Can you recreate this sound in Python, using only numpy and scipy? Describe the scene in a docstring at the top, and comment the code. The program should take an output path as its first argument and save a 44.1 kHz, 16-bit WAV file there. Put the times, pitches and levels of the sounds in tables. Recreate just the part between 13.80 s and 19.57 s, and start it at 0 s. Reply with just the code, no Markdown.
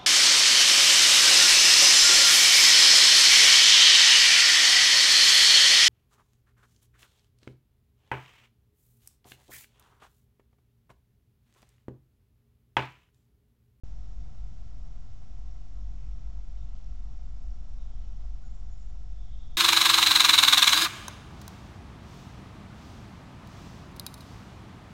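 """Small birds give two thin high calls, a breathy falling whistle and a wheeze in a quiet garden.
Each call is a tone whose pitch shakes so fast that it buzzes. A sparrow scratches in the grass and
a magpie splashes in a dish: short puffs of noise, with tiny ringing drops among the splashes.
Behind them distant traffic rumbles and a far engine drones. The small camera on the lawn that hears
it all adds its own hiss, a faint whine and a tiny regular tick."""
import sys
import numpy as np
from scipy import signal
from scipy.fft import rfft, irfft
from scipy.io import wavfile

SR = 44100
rng = np.random.default_rng(int(sys.argv[2]) if len(sys.argv) > 2 else 0)


def unload_wav(signal):
    """Save mono or channel-first audio to the path in sys.argv[1] as 16-bit WAV at rate SR, clipped to [-1, 1]."""
    wavfile.write(
        sys.argv[1],
        SR,
        np.round(np.clip(np.atleast_2d(signal).T, -1, 1) * 32767).astype(np.int16),
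    )


N = 254456

# puffs of noise; the last two blur the falling whistle, the others are water splashes:
# (time [s], level [dB], pitch [Hz], half length [s], pitch spread [natural log])
PUFFS = [(2.78, -74, 3400, .016, .2), (2.824, -73.5, 3570, .014, .06), (2.853, -77, 3600, .014, 0.073),
         (2.894, -72.5, 3600, .016, .2), (2.952, -69, 4000, .005, .35), (2.965, -65, 3700, 0.0075, 0.41),
         (2.992, -74, 2900, 0.0081, .25), (3.015, -73, 3700, 0.01, 0.3), (3.167, -75, 3120, .014, 0.28),
         (3.29, -79, 3500, 0.0071, .2), (4.22, -77, 3300, .1, 0.38), (4.415, -76, 3500, 0.03, 0.18)]


def amp(db):
    """Turns decibels into a number to multiply a sound by."""
    return 10 ** (np.asarray(db) / 20)


def unit(x):
    """Scales a signal so that its average size (rms) is 1."""
    return x / np.sqrt(np.mean(abs(x) ** 2) + 1e-30)


def curves(rows, t):
    """Joins a table's points with straight lines: one curve for each column after the time."""
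    times, *columns = np.transpose(rows)
    return [np.interp(t, times, column) for column in columns]


def add(mix, start_s, sound):
    """Adds a sound to the mix at the given time."""
    part = mix[max(round(start_s * SR), 0):][:len(sound)]
    part += sound[:len(part)]


def noise(points):
    """Noise of average size 1, its tone shaped by points of (frequency [Hz], relative level [dB])."""
    hz, db = np.transpose(points)
    freqs = np.fft.rfftfreq(N, 1 / SR)
    shape = amp(np.interp(np.log(freqs + 1), np.log(hz + 1), db, left=-120, right=-120))
    return unit(irfft(rfft(rng.standard_normal(N)) * shape, N))


def drift(rate_hz):
    """A smooth random wobble of average size 1, no faster than about rate_hz."""
    freqs = np.fft.rfftfreq(2 ** 18, 1 / SR)
    spectrum = rfft(rng.standard_normal(2 ** 18))
    return unit(irfft(spectrum * np.exp(-(freqs / rate_hz) ** 2))[:N])


def puffs(rows):
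    """Short, soft puffs of noise, each around one pitch."""
    out = np.zeros(N)
    for middle_s, db, hz, half_length_s, spread in rows:
        n = int(2 * half_length_s * SR)
        freqs = np.fft.rfftfreq(n, 1 / SR)
        band = np.exp(-.5 * (np.log((freqs + 1) / hz) / spread) ** 2)
        rustle = unit(irfft(rfft(rng.standard_normal(n)) * band, n))
        add(out, middle_s - half_length_s, amp(db) * rustle * np.hanning(n))
    return out


def camera(t, hiss_db=-71.5, tick_hz=5550, tick_rise_s=.0012):
    """The camera's own sounds: microphone hiss, a thin electrical whine and a small ringing tick."""
    # tone of the hiss: (frequency [Hz], relative level [dB])
    hiss_shape = [(880, -23.5), (1500, -2.5), (2010, -2), (2180, -2.5), (2240, -2.5), (3320, -3),
                  (3590, -3.5), (4610, -4), (5470, -4), (5920, -3.5), (6930, -5), (7770, -11),
                  (8290, -13.5), (10800, -47.5), (18200, -120)]
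    # steady tones in the whine: (pitch [Hz], width [Hz], level [dB])
    whine_tones = [(582, 14.5, -80.5), (660, 22, -81.5), (702, 1, -76.3), (727, 8, -79.2), (751, 12, -84),
                   (1318, 45, -84), (1865, 31, -92), (2105, 1.2, -90.5), (2131, 2, -91.5), (2832, 1, -93.5),
                   (3298, 3, -95), (3465, 16, -92), (3510, 2, -93.5), (3535, 1.5, -92), (3656, 3, -95),
                   (5078, 35, -89), (5337, 28, -85.3), (5615, 31, -86.5), (5641, 2.5, -87)]
    # ticks, almost as regular as a clock: (time [s], level [dB])
    ticks = [(.406, -65), (1.052, -62), (1.713, -63.5), (2.394, -64), (3.044, -62), (3.706, -62),
             (4.370, -66), (5.028, -64), (5.676, -65)]
    out = amp(hiss_db) * noise(hiss_shape)
    for hz, width_hz, db in whine_tones:
        # small random steps blur each tone over its width
        wander = np.cumsum(rng.standard_normal(N)) * np.sqrt(2 * np.pi * width_hz / SR)
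        out += amp(db) * np.sqrt(2) * np.sin(2 * np.pi * hz * t + wander)
    age = t[:SR // 10]
    ring = age / tick_rise_s * np.exp(1 - age / tick_rise_s) * np.sin(2 * np.pi * tick_hz * age)
    for peak_s, db in ticks:
        add(out, peak_s - tick_rise_s, amp(db) * ring)
    return out


def traffic(t, deep_db=-45.5, swell_db=.48, flutter_db=1.06):
    """Many far vehicles make a low rumble and their tyres a dull roar, wavering in the air."""
    # tone of the rumble, the deepest rumble and the tyres: (frequency [Hz], relative level [dB])
    rumble_shape = [(40, -28), (56, -4), (65, -7.5), (72, -6), (82, -12), (92, -7), (104, -7.5), (130, -15),
                    (141, -13), (165, -20.5), (190, -22), (203, -22), (238, -22), (260, -27.5), (305, -29),
                    (345, -35.5), (420, -44), (600, -68)]
    deep_shape = [(4.7, -30.5), (8.0, -2), (23, -2), (34, -1), (65, -15.5), (84, -46.5), (140, -120)]
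    roar_shape = [(220, -38.5), (380, -6.5), (523, -8), (571, -6.5), (620, -6), (716, -3.5), (786, -4),
                  (897, -7), (1130, -7.5), (1195, -11), (1260, -8), (1340, -7.5), (1470, -15), (1700, -21),
                  (2210, -47), (3740, -120)]
    # traffic comes and goes: (time [s], rumble level [dB], tyre roar level [dB])
    levels = [(0.15, -51, -69.5), (.7, -50, -70.5), (1.2, -52, -69.5), (1.8, -51, -69.5),
              (2.4, -50.5, -69.5), (3.4, -51.5, -69.5), (4.1, -52, -69), (4.7, -51.5, -69.5),
              (5.35, -52, -70.5), (5.65, -51, -70)]
    rumble_db, roar_db = curves(levels, t)
    rumble = noise(rumble_shape) * amp(rumble_db + swell_db * drift(3.2))
    roar = noise(roar_shape) * amp(roar_db + flutter_db * drift(21))
    return amp(deep_db) * noise(deep_shape) + rumble + roar


def drone(pitch_hz=51.4, db=-50, wander_hz=2.688, waver_db=3.5):
    """A weak, low hum in the traffic; its pitch wanders, so it throbs against the engine."""
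    hz = pitch_hz + wander_hz * drift(2.38)
    loudness = amp(db + waver_db * np.tanh(drift(13)))
    return np.sqrt(2) * loudness * np.sin(2 * np.pi * np.cumsum(hz) / SR)


def engine(t, firing_hz=46.14, waver_db=4, half_waver_db=4.5, jitter_cycles=.0099, shudder=.25):
    """A far engine hums unevenly at its firing rate and at half of it; the rest is lost on the way."""
    # the hum swells and fades unevenly: (time [s], firing tone level [dB], half-rate tone level [dB])
    levels = [(0.05, -43, -51), (.75, -44.5, -47), (1.25, -50, -46), (1.7, -44, -48.5), (2.15, -39, -51),
              (2.8, -41.5, -44.5), (3.3, -42.5, -46), (3.7, -40, -37.5), (4.3, -40.5, -41),
              (5.0, -43.5, -46), (5.35, -38, -52), (5.6, -40.5, -46.5), (5.73, -54.5, -40.5)]
    firing_db, half_db = curves(levels, t)
    phase = 2 * np.pi * (firing_hz * t + jitter_cycles * drift(6.1))
    firing_loudness = amp(firing_db + waver_db * np.tanh(drift(16)))
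    firing_tone = np.sin(phase) + shudder * drift(16) * np.cos(phase)
    half_loudness = amp(half_db + half_waver_db * np.tanh(drift(14)))
    return np.sqrt(2) * (firing_loudness * firing_tone + half_loudness * np.sin(phase / 2))


def sparrow_scratches(pitch_hz=2450, spread=.21):
    """A sparrow makes a few quick, dry scrapes in the grass."""
    # scrapes: (time [s], level [dB], half length [s])
    scrapes = [(2.182, -71.5, 0.015), (2.21, -75, .02), (2.243, -71, .018), (2.269, -73, .011),
               (2.319, -74, .018)]
    return puffs([(time_s, db, pitch_hz, half_s, spread) for time_s, db, half_s in scrapes])


def spray(t, drops_per_s=300, low_hz=2040, high_hz=5400, pitches=16, ring_cycles=6, size_db=3):
    """Fine drops patter back into the dish, each ringing for a few cycles at its own pitch."""
    # spray falls between the splashes: (time [s], level [dB])
    levels = [(2.55, -100), (2.72, -84), (2.86, -82), (3.0, -81.5), (3.2, -86), (3.45, -100)]
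    out, age = np.zeros(N), t[:SR // 50]
    for hz in np.geomspace(low_hz, high_hz, pitches):
        landings = rng.random(N) < drops_per_s / pitches / SR
        sizes = amp(size_db * np.minimum(rng.exponential(1, N), 3))
        ring = np.sin(2 * np.pi * hz * age) * np.exp(-2 * hz * age / ring_cycles)
        out += signal.oaconvolve(landings * sizes, ring)[:N]  # one ring for each landing
    return unit(out) * amp(curves(levels, t)[0])


def magpie_splashes():
    """A magpie bathes at the far end of the lawn, its wings throwing up water."""
    return puffs(PUFFS[:-2])


def whistle_blur():
    """A soft, breathy blur around the small bird's falling whistle."""
    return puffs(PUFFS[-2:])


def garden_echo(sound, fade_s=.23, echo_db=3, echoes_per_s=2000):
    """Fence, wall and hedges scatter many small echoes, which fade by 60 dB in fade_s."""
    age = np.arange(SR // 2) / SR
    strengths = rng.standard_normal(len(age))
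    arrivals = (rng.random(len(age)) < echoes_per_s / SR) * (age > .002)
    echoes = unit(strengths * arrivals * amp(-60 * age / fade_s)) / np.sqrt(len(age))
    tail = signal.fftconvolve(sound, echoes)[:N]
    return (sound + amp(echo_db) * tail) / np.hypot(1, amp(echo_db))  # keeps the overall level


def bird_wheeze(t, start_s=5.28, peak_s=5.615, peak_db=-68, fade_db_per_s=26):
    """A bird's raspy wheeze: the pitch swings widely and unevenly, lingering at both ends."""
    middle_hz, swing_hz, rasp_hz = 3495, 205, 75
    swings_per_s, flutter_db = 110, 2.5
    swing_rate = swings_per_s * (1 + .45 * drift(90))
    swing = np.sin(2 * np.pi * np.cumsum(swing_rate) / SR)
    pitch = middle_hz + swing_hz * swing + rasp_hz * drift(300)
    tone = np.sin(2 * np.pi * np.cumsum(pitch) / SR) * amp(flutter_db * drift(110))
    swell = np.clip((t - start_s) / (peak_s - start_s), 0, 1) ** .78
    return unit(tone) * swell * amp(peak_db - fade_db_per_s * np.maximum(t - peak_s, 0))


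def bird_note(length_s, first_hz, last_hz, db, swing_hz, swings_per_s=200, flutter_db=2.5):
    """One sliding whistle that swells and fades; a fast, uneven swing in pitch makes it buzz."""
    rise_share, fall_share = .24, .61  # parts of the note's length
    n = int(length_s * SR)
    progress = np.linspace(0, 1, n)
    slide_hz = first_hz + (last_hz - first_hz) * progress ** .84  # moves fastest at the start
    swing_rate = swings_per_s * (1 + .35 * drift(110)[:n])
    swing = np.sin(2 * np.pi * np.cumsum(swing_rate) / SR)
    wavering_hz = slide_hz * (1 + .0033 * drift(220)[:n])
    pitch = wavering_hz + swing_hz * (swing + .41 * drift(88)[:n])
    tone = np.sin(2 * np.pi * np.cumsum(pitch) / SR) * amp(flutter_db * drift(90)[:n])
    swell = np.clip(np.minimum(progress / rise_share, (1 - progress) / fall_share), 0, 1)
    return amp(db) * unit(tone) * swell


def small_birds(t):
    """Small birds whistle their short notes, and a wheeze comes last."""
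    # notes: (start [s], length [s], first pitch [Hz], last pitch [Hz], level [dB], pitch swing [Hz])
    notes = [(2.812, 0.032, 6970, 6870, -77.5, 80), (3.954, 0.14, 3860, 3590, -77, 140),
             (4.026, 0.26, 3430, 2970, -77.5, 200), (4.215, 0.056, 3050, 2950, -77, 110),
             (4.294, 0.11, 3130, 3020, -77.5, 110), (4.388, .09, 5070, 4950, -80, 161),
             (4.628, 0.033, 1485, 1420, -71.5, 45), (4.630, 0.075, 6890, 6850, -75.5, 75),
             (4.683, 0.17, 7120, 7500, -77, 280), (4.835, 0.04, 6980, 6870, -82, 80),
             (4.895, 0.065, 6940, 6820, -75, 84.6), (4.968, 0.026, 6960, 6960, -69, 95),
             (5.007, 0.022, 6920, 6860, -70, 96), (5.034, 0.022, 6920, 6880, -75, 95),
             (5.072, 0.049, 6940, 6820, -77.5, 75), (4.957, 0.15, 7600, 7340, -79, 250)]
    out = bird_wheeze(t)
    for start_s, *settings in notes:
        add(out, start_s, bird_note(*settings))
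    return out


def scene():
    """Mixes the birds, the far traffic and the camera's own noise into one channel."""
    t = np.arange(N) / SR
    calls = small_birds(t)
    road = traffic(t) + engine(t) + drone()
    birds = garden_echo(calls) + magpie_splashes() + whistle_blur() + spray(t) + sparrow_scratches()
    return (road + birds + camera(t))[None]


def record(dry, start_s=.035, offset=-.0195, cutoff_hz=8100):
    """The sound starts abruptly, settles a little off zero and fades at the very end; top treble is cut."""
    t = np.arange(N) / SR
    onset = np.clip((t - start_s) / .001, 0, 1)
    settling = np.clip(.5 + (t - start_s) / .03, 0, 1)
    fade_out = np.sin(np.pi / 2 * np.clip((t[-1] - t) / .016, 0, 1)) ** 2
    lowpass = signal.firwin(401, cutoff_hz, window=("kaiser", 9), fs=SR)
    return signal.oaconvolve((dry + offset * settling) * onset * fade_out, lowpass[None], "same")


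dry = scene()
out = record(dry)
unload_wav(out)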